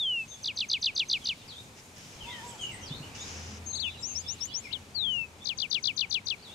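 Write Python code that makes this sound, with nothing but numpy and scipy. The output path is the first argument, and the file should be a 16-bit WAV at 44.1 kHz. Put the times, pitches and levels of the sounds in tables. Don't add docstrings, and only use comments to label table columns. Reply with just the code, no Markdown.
import sys
import numpy as np
from scipy import signal
from scipy.fft import rfft, irfft
from scipy.io import wavfile
from scipy.ndimage import uniform_filter1d

SR = 44100
rng = np.random.default_rng(int(sys.argv[2]) if len(sys.argv) > 2 else 0)


def inscribe(sig):
    pcm = np.round(np.clip(np.atleast_2d(sig).T, -1, 1) * 32767)
    wavfile.write(sys.argv[1], SR, pcm.astype(np.int16))


N = 288414
TIME = np.arange(N) / SR


# start t/s, level/dB, left-right level/dB, lag of the left side t/s
SONGS = [(-.073, 0.86, 0.9, 0), (4.94, -2, 42, 0.00037)]
# beat t/s after song start, level/dB
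TRILL = [(0.55, -3.5), (0.68, -2.5), (0.8066, -0.5), (0.934, 0), (1.07, 0), (1.205, -0.5), (1.363, -2.5)]


def near_singer():
    out = np.zeros((2, N))
    for start, song_db, pan_db, lag_s in SONGS:
        song = np.zeros(N)
        add(song, start, whistle())
        for beat, db in TRILL:
            song += syllable(start + beat, db)
        left, right = panned(from_db(song_db) * song, pan_db)
        out += [later(left, lag_s), right]
    close_leaves = from_db(-17) * trees(out, t60=0.12)
    deeper_trees = from_db(-44) * trees(out, t60=0.34)
    return out + close_leaves + deeper_trees


# t/s after its start, f/Hz
WHISTLE_TURNS = [(0.012, 4624), (0.134, 3200), (0.25, 2728), (0.323, 2553)]
WHISTLE_S, WHISTLE_ATTACK_S, WHISTLE_RELEASE_S = 0.34, 0.025, 0.072
WHISTLE_DB = -30
WHISTLE_PEAK_S, WHISTLE_SAG_DB = 0.13, 16.5


def whistle():
    t = seconds(WHISTLE_S)
    turn_s, turn_hz = np.transpose(WHISTLE_TURNS)
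    hz = 1 / np.interp(t, turn_s, 1 / turn_hz)
    db = WHISTLE_DB - WHISTLE_SAG_DB * ((t - WHISTLE_PEAK_S) / WHISTLE_S) ** 2
    gain = from_db(db) * swell(t, WHISTLE_ATTACK_S, WHISTLE_RELEASE_S)
    return syrinx(hz, gain, waver=0.0015, overtone_db=-35.5)


# t/s from the stroke's beat, f/Hz, level/dB
HOOK = [(-.012, 6330, -57), (-.0088, 6220, -42), (-.005, 6020, -37.5), (-.0028, 5700, -39),
        (-.001, 5300, -50)]
# t/s from the stroke's beat, f/Hz, level/dB
SHORT_SWEEP = [(-.0048, 5250, -42), (-.003, 4970, -27.5), (0, 4300, -25), (.003, 3750, -28.5),
               (.0065, 3500, -35), (.009, 3450, -50)]
# t/s from the stroke's beat, f/Hz, level/dB
LONG_SWEEP = [(-.0042, 5100, -44), (-.0025, 4880, -28), (0, 4300, -24.5), (.004, 3550, -25.5),
              (.0115, 3090, -28.5), (.0235, 2690, -31.5), (.036, 2390, -36), (.044, 2210, -43),
              (.05, 2120, -57)]
# t/s from its beat, stretch of the hook [times],
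# pitch of the hook [times], hook level/dB, sweep level/dB
STROKES = [(-.031, 1.5, 1.01, 0, -2.5), (-.016, 1, .995, 0, .5), (0, .9, .98, -2, .5)]


def syllable(beat, db):
    out = np.zeros(N)
    for stroke, sweep in zip(STROKES, (SHORT_SWEEP, SHORT_SWEEP, LONG_SWEEP)):
        offset, stretch, hook_pitch, hook_db, sweep_db = stroke
        variation = 1 + rng.standard_normal(3) * [0.03, 0.012, 0]
        hook = HOOK * variation * [stretch, hook_pitch, 1]
        at = beat + offset
        out += note(at, hook, level_db=db + hook_db + 0.3, waver=0.007, flicker_db=1.2)
        out += note(at, sweep * variation, level_db=db + sweep_db,
                    waver=0.0067, overtone_db=-26.5, flicker_db=1.0)
    return out


# t/s, f/Hz, level/dB
WARBLE = [(3.725, 4102, -52), (3.751, 3840, -41), (3.759, 4520, -38), (3.765, 4591, -38),
          (3.789, 3696, -41), (3.803, 4670, -32.5), (3.811, 4430, -37.5), (3.851, 3010, -33),
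          (3.889, 2600, -37.5), (3.903, 2466, -49)]
UPPER_VOICE, LOWER_VOICE = 1.012, 0.92
# start t/s, level/dB
RISES = [(4.02, -2), (4.144, -0.46), (4.272, -0.92), (4.4, -0.65), (4.532, -0.32)]
RISE_FROM_HZ, RISE_TO_HZ, RISE_BEND = 5137, 7950, 1.41
RISE_S, RISE_ATTACK_S, RISE_RELEASE_S = 0.092, 0.02, 0.069
RISE_DB = -34
# t/s, f/Hz, level/dB
CHIP = [(4.703, 2550, -58), (4.717, 2850, -46), (4.722, 3200, -44), (4.7255, 3900, -60), (4.728, 5000, -50),
        (4.731, 4300, -35), (4.736, 3850, -32), (4.752, 3350, -37), (4.765, 3020, -41), (4.779, 2850, -57)]
# t/s, f/Hz, level/dB
CHIP_FLICK = [(4.727, 4300, -34), (4.731, 3260, -39.5), (4.738, 2820, -42)]


def second_singer():
    song = note(0, np.array(WARBLE) * [1, UPPER_VOICE, 1], level_db=-1.2)
    song += note(0, np.array(WARBLE) * [1, LOWER_VOICE, 1], level_db=-7)
    t = seconds(RISE_S)
    hz = RISE_FROM_HZ + (RISE_TO_HZ - RISE_FROM_HZ) * (t / RISE_S) ** RISE_BEND
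    for start, db in RISES:
        gain = from_db(RISE_DB + db) * swell(t, RISE_ATTACK_S, RISE_RELEASE_S)
        add(song, start, syrinx(hz, gain, waver=0.007))
    song += note(0, CHIP) + note(0, CHIP_FLICK)
    out = panned(song, pan_db=42)
    return out + from_db(-22.5) * trees(out, t60=0.24)


# start t/s, length t/s, f/Hz, level/dB, left-right level/dB
THIN_NOTES = [(2.442, 0.26, 7250, -60.5, -15), (3.2, 0.04, 6680, -45, 9), (3.669, 0.06, 6390, -38.5, 12),
              (3.724, 0.042, 6430, -35.5, 13)]
THIN_ATTACK_S, THIN_RELEASE_S = 0.012, 0.016
# start t/s, length t/s, f/Hz, flutter f/Hz, level/dB, left-right level/dB
BUZZES = [(0.277, 0.09, 6360, 283, -48, 11), (2.606, 0.065, 6520, 256, -48, 15),
          (3.659, 0.024, 6460, 288, -42, 14), (4.07, 0.082, 6350, 292, -40.5, 22),
          (5.105, 0.061, 6490, 280, -59, 14)]


def high_whistler():
    out = np.zeros((2, N))
    for start, length, hz, db, pan_db in THIN_NOTES:
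        t = seconds(length)
        gain = from_db(db) * swell(t, THIN_ATTACK_S, THIN_RELEASE_S)
        tone = syrinx(np.full(len(t), hz), gain, waver=0.0038)
        add(out, start, panned(tone, pan_db))
    for start, length, hz, flutter_hz, db, pan_db in BUZZES:
        t = seconds(length)
        wandering_hz = flutter_hz * (1 + 0.15 * drift(64, len(t)))
        flutter = 2 * np.pi * np.cumsum(wandering_hz) / SR
        tone = np.sin(2 * np.pi * hz * t + 0.14 * np.sin(flutter))
        tone *= 1 + 0.61 * np.cos(flutter)
        shape = np.sqrt(np.abs(np.sin(np.pi * t / length)))
        add(out, start, panned(np.sqrt(2) * from_db(db) * tone * shape, pan_db))
    return out + from_db(-8) * trees(out, t60=0.4)


# start t/s, length t/s, first f/Hz, fall [octaves], level/dB, left-right level/dB
SLURS = [(0.302, 0.047, 3770, 0.15, -46.5, 1), (1.204, 0.087, 3600, 0.4, -48.5, -1),
         (1.476, 0.062, 5300, 0.79, -43.5, 8), (2.193, 0.094, 3330, 0.44, -48, 9),
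         (2.251, 0.12, 3680, 0.31, -46.5, 4), (2.264, 0.16, 2255, 0.4, -45, 2),
         (2.585, 0.075, 3337, 0.24, -39.5, 6), (2.66, 0.071, 3100, 0.27, -46.5, -14),
         (2.689, 0.08, 2434, 0.43, -46.5, 2), (2.77, 0.045, 2180, 0.198, -51, 0),
         (2.81, 0.045, 6600, 0.25, -48, 17), (2.855, 0.042, 5530, 0.53, -44.5, 8),
         (3.745, 0.045, 9500, 0.53, -52, -4), (3.929, 0.042, 3290, 0.33, -51.5, 2),
         (4.379, 0.061, 4650, 0.81, -53.5, -4), (4.638, 0.05, 2596, 0.36, -45, 27),
         (6.422, 0.077, 4800, 0.64, -51.5, 12)]
SLUR_BEND = 0.89
# start t/s, level/dB, left-right level/dB
UPTURNS = [(1.545, -46.5, 7), (2.27, -45, 2), (2.895, -42, -1), (3.17, -45, 3), (3.853, -42.5, -5),
           (4.237, -47, -21), (5.4, -55, 8), (6.485, -52.5, 18)]
UPTURN_S, UPTURN_FROM_HZ, UPTURN_TO_HZ, UPTURN_BEND = 0.063, 3440, 3960, 1.89
# start t/s, top f/Hz, level/dB, left-right level/dB
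PEEPS = [(2.462, 7950, -51, -15), (2.595, 8780, -53, -16), (2.716, 8300, -52, -15), (2.946, 4350, -51, 2),
         (3.02, 3010, -50.5, -2), (3.684, 4230, -51, -7), (3.987, 7480, -50, 20), (4.485, 4750, -52, -2),
         (4.492, 3400, -45, -6)]
PEEP_S, PEEP_DROOP = 0.054, 0.11
# t/s, f/Hz, level/dB
WAIL = [(2.22, 877.1, -47), (2.236, 873.6, -63), (2.282, 956.6, -43.5), (2.358, 986.2, -58),
        (2.42, 879.1, -50.5), (2.442, 972.1, -43), (2.53, 943.7, -54.5), (2.565, 835.1, -48)]


def far_birds():
    out = np.zeros((2, N))
    for start, length, hz, fall, db, pan_db in SLURS:
        line = hz * 2 ** (-fall * progress(length) ** SLUR_BEND)
        add(out, start, far_call(line, db, pan_db))
    upturn = UPTURN_FROM_HZ + (UPTURN_TO_HZ - UPTURN_FROM_HZ) * progress(UPTURN_S) ** UPTURN_BEND
    for start, db, pan_db in UPTURNS:
        add(out, start, far_call(upturn, db, pan_db))
    arch = 1 - PEEP_DROOP * (2 * progress(PEEP_S) - 1) ** 2
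    for start, hz, db, pan_db in PEEPS:
        add(out, start, far_call(hz * arch, db, pan_db))
    wail = panned(note(0, WAIL, level_db=-1.5, waver=0.0037), pan_db=2)
    foliage = from_db(-4.0) * trees(out + wail / 2, t60=0.14)
    wood_edge = from_db(-7.0) * trees(out, t60=0.44)
    return from_db(-5.0) * out + foliage + wood_edge + wail


# start t/s, end t/s, level/dB
TWITTER_BOUTS = [(0.7, 1.6, -61), (2.15, 3.153, -55.5), (3.798, 4.65, -54.5), (5.4, 6.498, -61)]
TWITTER_LOW_HZ, TWITTER_HIGH_HZ, TWITTER_S = 2730, 6060, 0.054
TWITTER_GLIDE_OCTAVES = 0.244


def twitter(count=10):
    out, along = np.zeros((2, N)), progress(TWITTER_S)
    for first, last, db in TWITTER_BOUTS:
        for k, (delay, height, glide, side) in enumerate(rng.random((count, 4))):
            hz = TWITTER_LOW_HZ * (TWITTER_HIGH_HZ / TWITTER_LOW_HZ) ** (height ** 2)
            line = hz * 2 ** (TWITTER_GLIDE_OCTAVES * (2 * glide - 1) * (2 * along - 1))
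            start = first + (last - first) * (k + delay) / count
            add(out, start, far_call(line, db, pan_db=12 * (2 * side - 1)))
    return from_db(-7) * out + trees(out, t60=0.2)


# t/s, level/dB
CHORUS = [(0, -62), (1.3, -57), (1.8, -63), (2.3, -57), (3.5, -60.5), (4.5, -56.5), (5.1, -63),
          (6.5, -60.5)]


def chorus():
    colour = [(2200, -1.5), (2800, 3), (3400, 2), (4000, 0.5), (5000, -2.0)]   # f/Hz, level/dB
    return from_db(in_time(CHORUS)[0]) * noise(colour, patchy_db=1.0)


# start t/s, level/dB, lower f/Hz
BUMPS = [(2.155, -43, 60), (2.233, -39, 55), (2.906, -27, 144), (2.998, -30, 145)]


def bumps(t60=0.073, upper_ratio=1.78, upper_db=-9):
    out, t = np.zeros(N), np.arange(SR // 4) / SR
    for start, db, hz in BUMPS:
        thud = np.sin(2 * np.pi * hz * t)
        thud += from_db(upper_db) * np.sin(2 * np.pi * upper_ratio * hz * t)
        soft_start = 1 - np.exp(-t / 0.006)
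        add(out, start, from_db(db + 4.0 - 60 * t / t60) * thud * soft_start)
    return out


# start t/s, level/dB
TICKS = [(1.378, -47), (1.983, -46), (3.402, -51), (4.456, -34)]


def ticks(decay_s=0.00095):
    out, t = np.zeros((2, N)), np.arange(SR // 100) / SR
    for start, db in TICKS:
        crackle = rng.standard_normal((2, len(t))) * np.exp(-t / decay_s)
        add(out, start, from_db(db) * crackle)
    return out


def background():
    out = breeze() + leaves() + drone() + hisses()
    return out * from_db(np.array([[0.6], [-0.6]]))


# t/s, rumble level/dB, air level/dB
BREEZE = [(0.0, -58, -60), (1.16, -57, -60), (2.0, -57, -59), (2.44, -54.5, -53), (3.08, -51.5, -54),
          (3.39, -52.5, -52.5), (3.82, -55, -57), (5.63, -57.5, -59), (6.54, -59, -58.5)]
# f/Hz, level/dB
RUMBLE = [(12, -43), (20, -14), (49, -5), (70, -4.5), (86, 2), (131, 0.5), (183, -4), (214, -1.5),
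          (308, -7), (450, -23), (580, -21), (990, -120)]
# f/Hz, level/dB
AIR = [(210, -64), (350, -0.5), (685, -4.5), (884, -2.5), (1080, -5.5), (1630, -9), (2000, -10), (2600, -8),
       (4400, -120)]


def breeze():
    rumble_db, air_db = in_time(BREEZE)
    rumble = from_db(rumble_db + 2.0) * noise(RUMBLE, patchy_db=1.0)
    air = from_db(air_db + 0.82) * noise(AIR, patchy_db=0.6)
    return rumble + air


# t/s, level/dB
RUSTLE = [(0.0, -69.5), (0.8, -70.5), (1.15, -68.5), (1.75, -69.5), (2.29, -65), (3.84, -70.5),
          (6.54, -71.5)]
# f/Hz, level/dB
LEAVES = [(1000, -34), (1700, -24), (2420, 1), (2650, -33), (3070, -15), (4130, -11), (6620, -1.5),
          (14000, -17), (15500, -26)]


def leaves():
    return from_db(in_time(RUSTLE)[0] + 8.0) * noise(LEAVES, patchy_db=1.9)


def drone():
    # f/Hz, level/dB
    low_colour = [(70, -38), (81, -8), (84, 6.5), (87, -19), (100, -20)]
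    hum_colour = [(195, -18), (212, 0), (228, -26)]
    low = from_db(-3.5) * noise(low_colour, patchy_db=0.0)
    hum = from_db(-11) * noise(hum_colour, patchy_db=2.5)
    return drone_level() * (low + hum)


# peak t/s, level/dB, rise t/s, fall t/s
DRONE_SWELLS = [(3.27, -47, 0.11, 0.78), (5.029, -50.5, 0.077, 0.24)]
DRONE_STEADY_DB = -64.5


def drone_level():
    level = from_db(DRONE_STEADY_DB)
    for peak, db, rise, fall in DRONE_SWELLS:
        distance = np.maximum((peak - TIME) / rise, (TIME - peak) / fall)
        level = level + from_db(db) * np.exp(-distance)
    return level


# start t/s, end t/s, first level/dB, last level/dB
HISSES = [(1.758, 1.821, -60, -54), (1.956, 3.196, -54.5, -66), (3.143, 3.6, -45.5, -50.5)]
# f/Hz, level/dB
HISS = [(1060, -5), (1800, -2.5), (2850, 1), (3530, -4.5), (4480, -6), (4990, 3), (6500, 2), (6990, -2.5),
        (7400, -9), (10000, -22.5), (13000, -82), (22000, -120)]


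def hisses():
    out, hiss = np.zeros((2, N)), noise(HISS, patchy_db=1.8)
    for start, end, first_db, last_db in HISSES:
        gate = np.clip(np.minimum(TIME - start, (end - TIME) / 2) / 0.011, 0, 1)
        out += hiss * gate * from_db(np.interp(TIME, [start, end], [first_db, last_db]))
    return out


def syrinx(hz, gain, waver=0.0026, overtone_db=-38, flicker_db=0.54):
    pitch = hz * (1 + waver * drift(402.5, len(hz)))
    phase = 2 * np.pi * np.cumsum(pitch) / SR
    octave = from_db(overtone_db) / (1 + (pitch / 3700) ** 8)
    flicker = from_db(flicker_db * drift(176, len(hz)))
    return np.sqrt(2) * gain * flicker * (np.sin(phase) + octave * np.sin(2 * phase))


def note(start, track, level_db=0, **voice):
    s, hz, db = np.transpose(track)
    s = np.sort(s)
    t = s[0] + seconds(s[-1] - s[0])
    pitch = uniform_filter1d(np.interp(t, s, hz), size=70)
    gain = from_db(np.interp(t, s, db) + level_db) * swell(t, 0.0005, 0.0006)
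    out = np.zeros(N)
    add(out, start + s[0], syrinx(pitch, gain, **voice))
    return out


FAR_EDGE_DB = 7.5


def far_call(hz, db, pan_db):
    off_centre = np.linspace(-1, 1, len(hz))
    gain = from_db(db - FAR_EDGE_DB * off_centre ** 2) * (1 - off_centre ** 20)
    return panned(syrinx(hz, gain, waver=0.013, flicker_db=4.5), pan_db)


def trees(x, t60):
    t = np.arange(SR) / SR
    build_up = 1 - np.exp(-t / 0.0024)
    scatter = rng.standard_normal((2, SR)) * from_db(-60 * t / t60) * build_up
    scatter /= np.sqrt(np.sum(scatter ** 2, axis=1, keepdims=True))
    return signal.fftconvolve(x.mean(axis=0)[None], scatter, axes=1)[:, :N]


# f/Hz, likeness [-1 to 1]
LIKENESS = [(30, 0.49), (80, 0.97), (250, 0.93), (550, 0.85), (1100, 0.086), (2000, -0.1), (4000, 0.37),
            (12000, 0.34)]


def noise(spectrum, patchy_db):
    hz = np.arange(N // 2 + 1) * SR / N + 1
    octaves_below = np.maximum(np.log2(spectrum[0][0] / hz), 0)
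    octaves_above = np.maximum(np.log2(hz / spectrum[-1][0]), 0)
    colour_db = at_hz(spectrum, hz) - 14 * (octaves_below + octaves_above)
    alike = np.clip(at_hz(LIKENESS, hz), -1, 1)
    mid, side = rfft(rng.standard_normal((2, N))) * from_db(colour_db)
    mid = irfft(mid * np.sqrt(1 + alike), N)
    side = irfft(side * np.sqrt(1 - alike), N)
    stereo = mid + side * [[1], [-1]]
    return stereo / np.std(mid) * from_db(patchy_db * drift(14, N))


def from_db(db):
    return 10 ** (np.asarray(db) / 20)


def in_time(rows):
    s, *columns = np.transpose(rows)
    return [np.interp(TIME, s, c) for c in columns]


def at_hz(points, hz):
    point_hz, level = np.transpose(points)
    return np.interp(np.log(hz), np.log(point_hz), level)


def drift(rate, count):
    knots = np.arange(count) * rate / SR
    total = int(knots[-1]) + 2
    return np.interp(knots, np.arange(total), rng.standard_normal(total))


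def panned(x, pan_db):
    lean = from_db(pan_db)
    return np.array([lean * x, x]) * 2 / (1 + lean)


def later(x, lag_s):
    hz = np.arange(N // 2 + 1) * SR / N
    return irfft(rfft(x) * np.exp(-2j * np.pi * hz * lag_s), N)


def add(out, start, sound):
    at = int(round(start * SR))
    first, last = max(at, 0), min(at + sound.shape[-1], out.shape[-1])
    if last > first:
        out[..., first:last] += sound[..., first - at:last - at]


def seconds(length):
    return np.arange(int(length * SR)) / SR


def progress(length):
    return seconds(length) / length


def swell(t, attack, release):
    rise = np.clip((t - t[0]) / attack, 0, 1)
    fall = np.clip((t[-1] - t) / release, 0, 1)
    return (np.sin(np.pi / 2 * rise) * np.sin(np.pi / 2 * fall)) ** 2


def scene():
    birds = near_singer() + second_singer() + high_whistler() + far_birds() + twitter() + chorus()
    return birds + background() + bumps() + ticks()


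CUTOFF_HZ = 15600


def record(dry):
    steep = signal.ellip(10, 0.1, 80, CUTOFF_HZ, fs=SR, output="sos")
    return signal.sosfilt(steep, dry)


dry = scene()
out = record(dry)
inscribe(out)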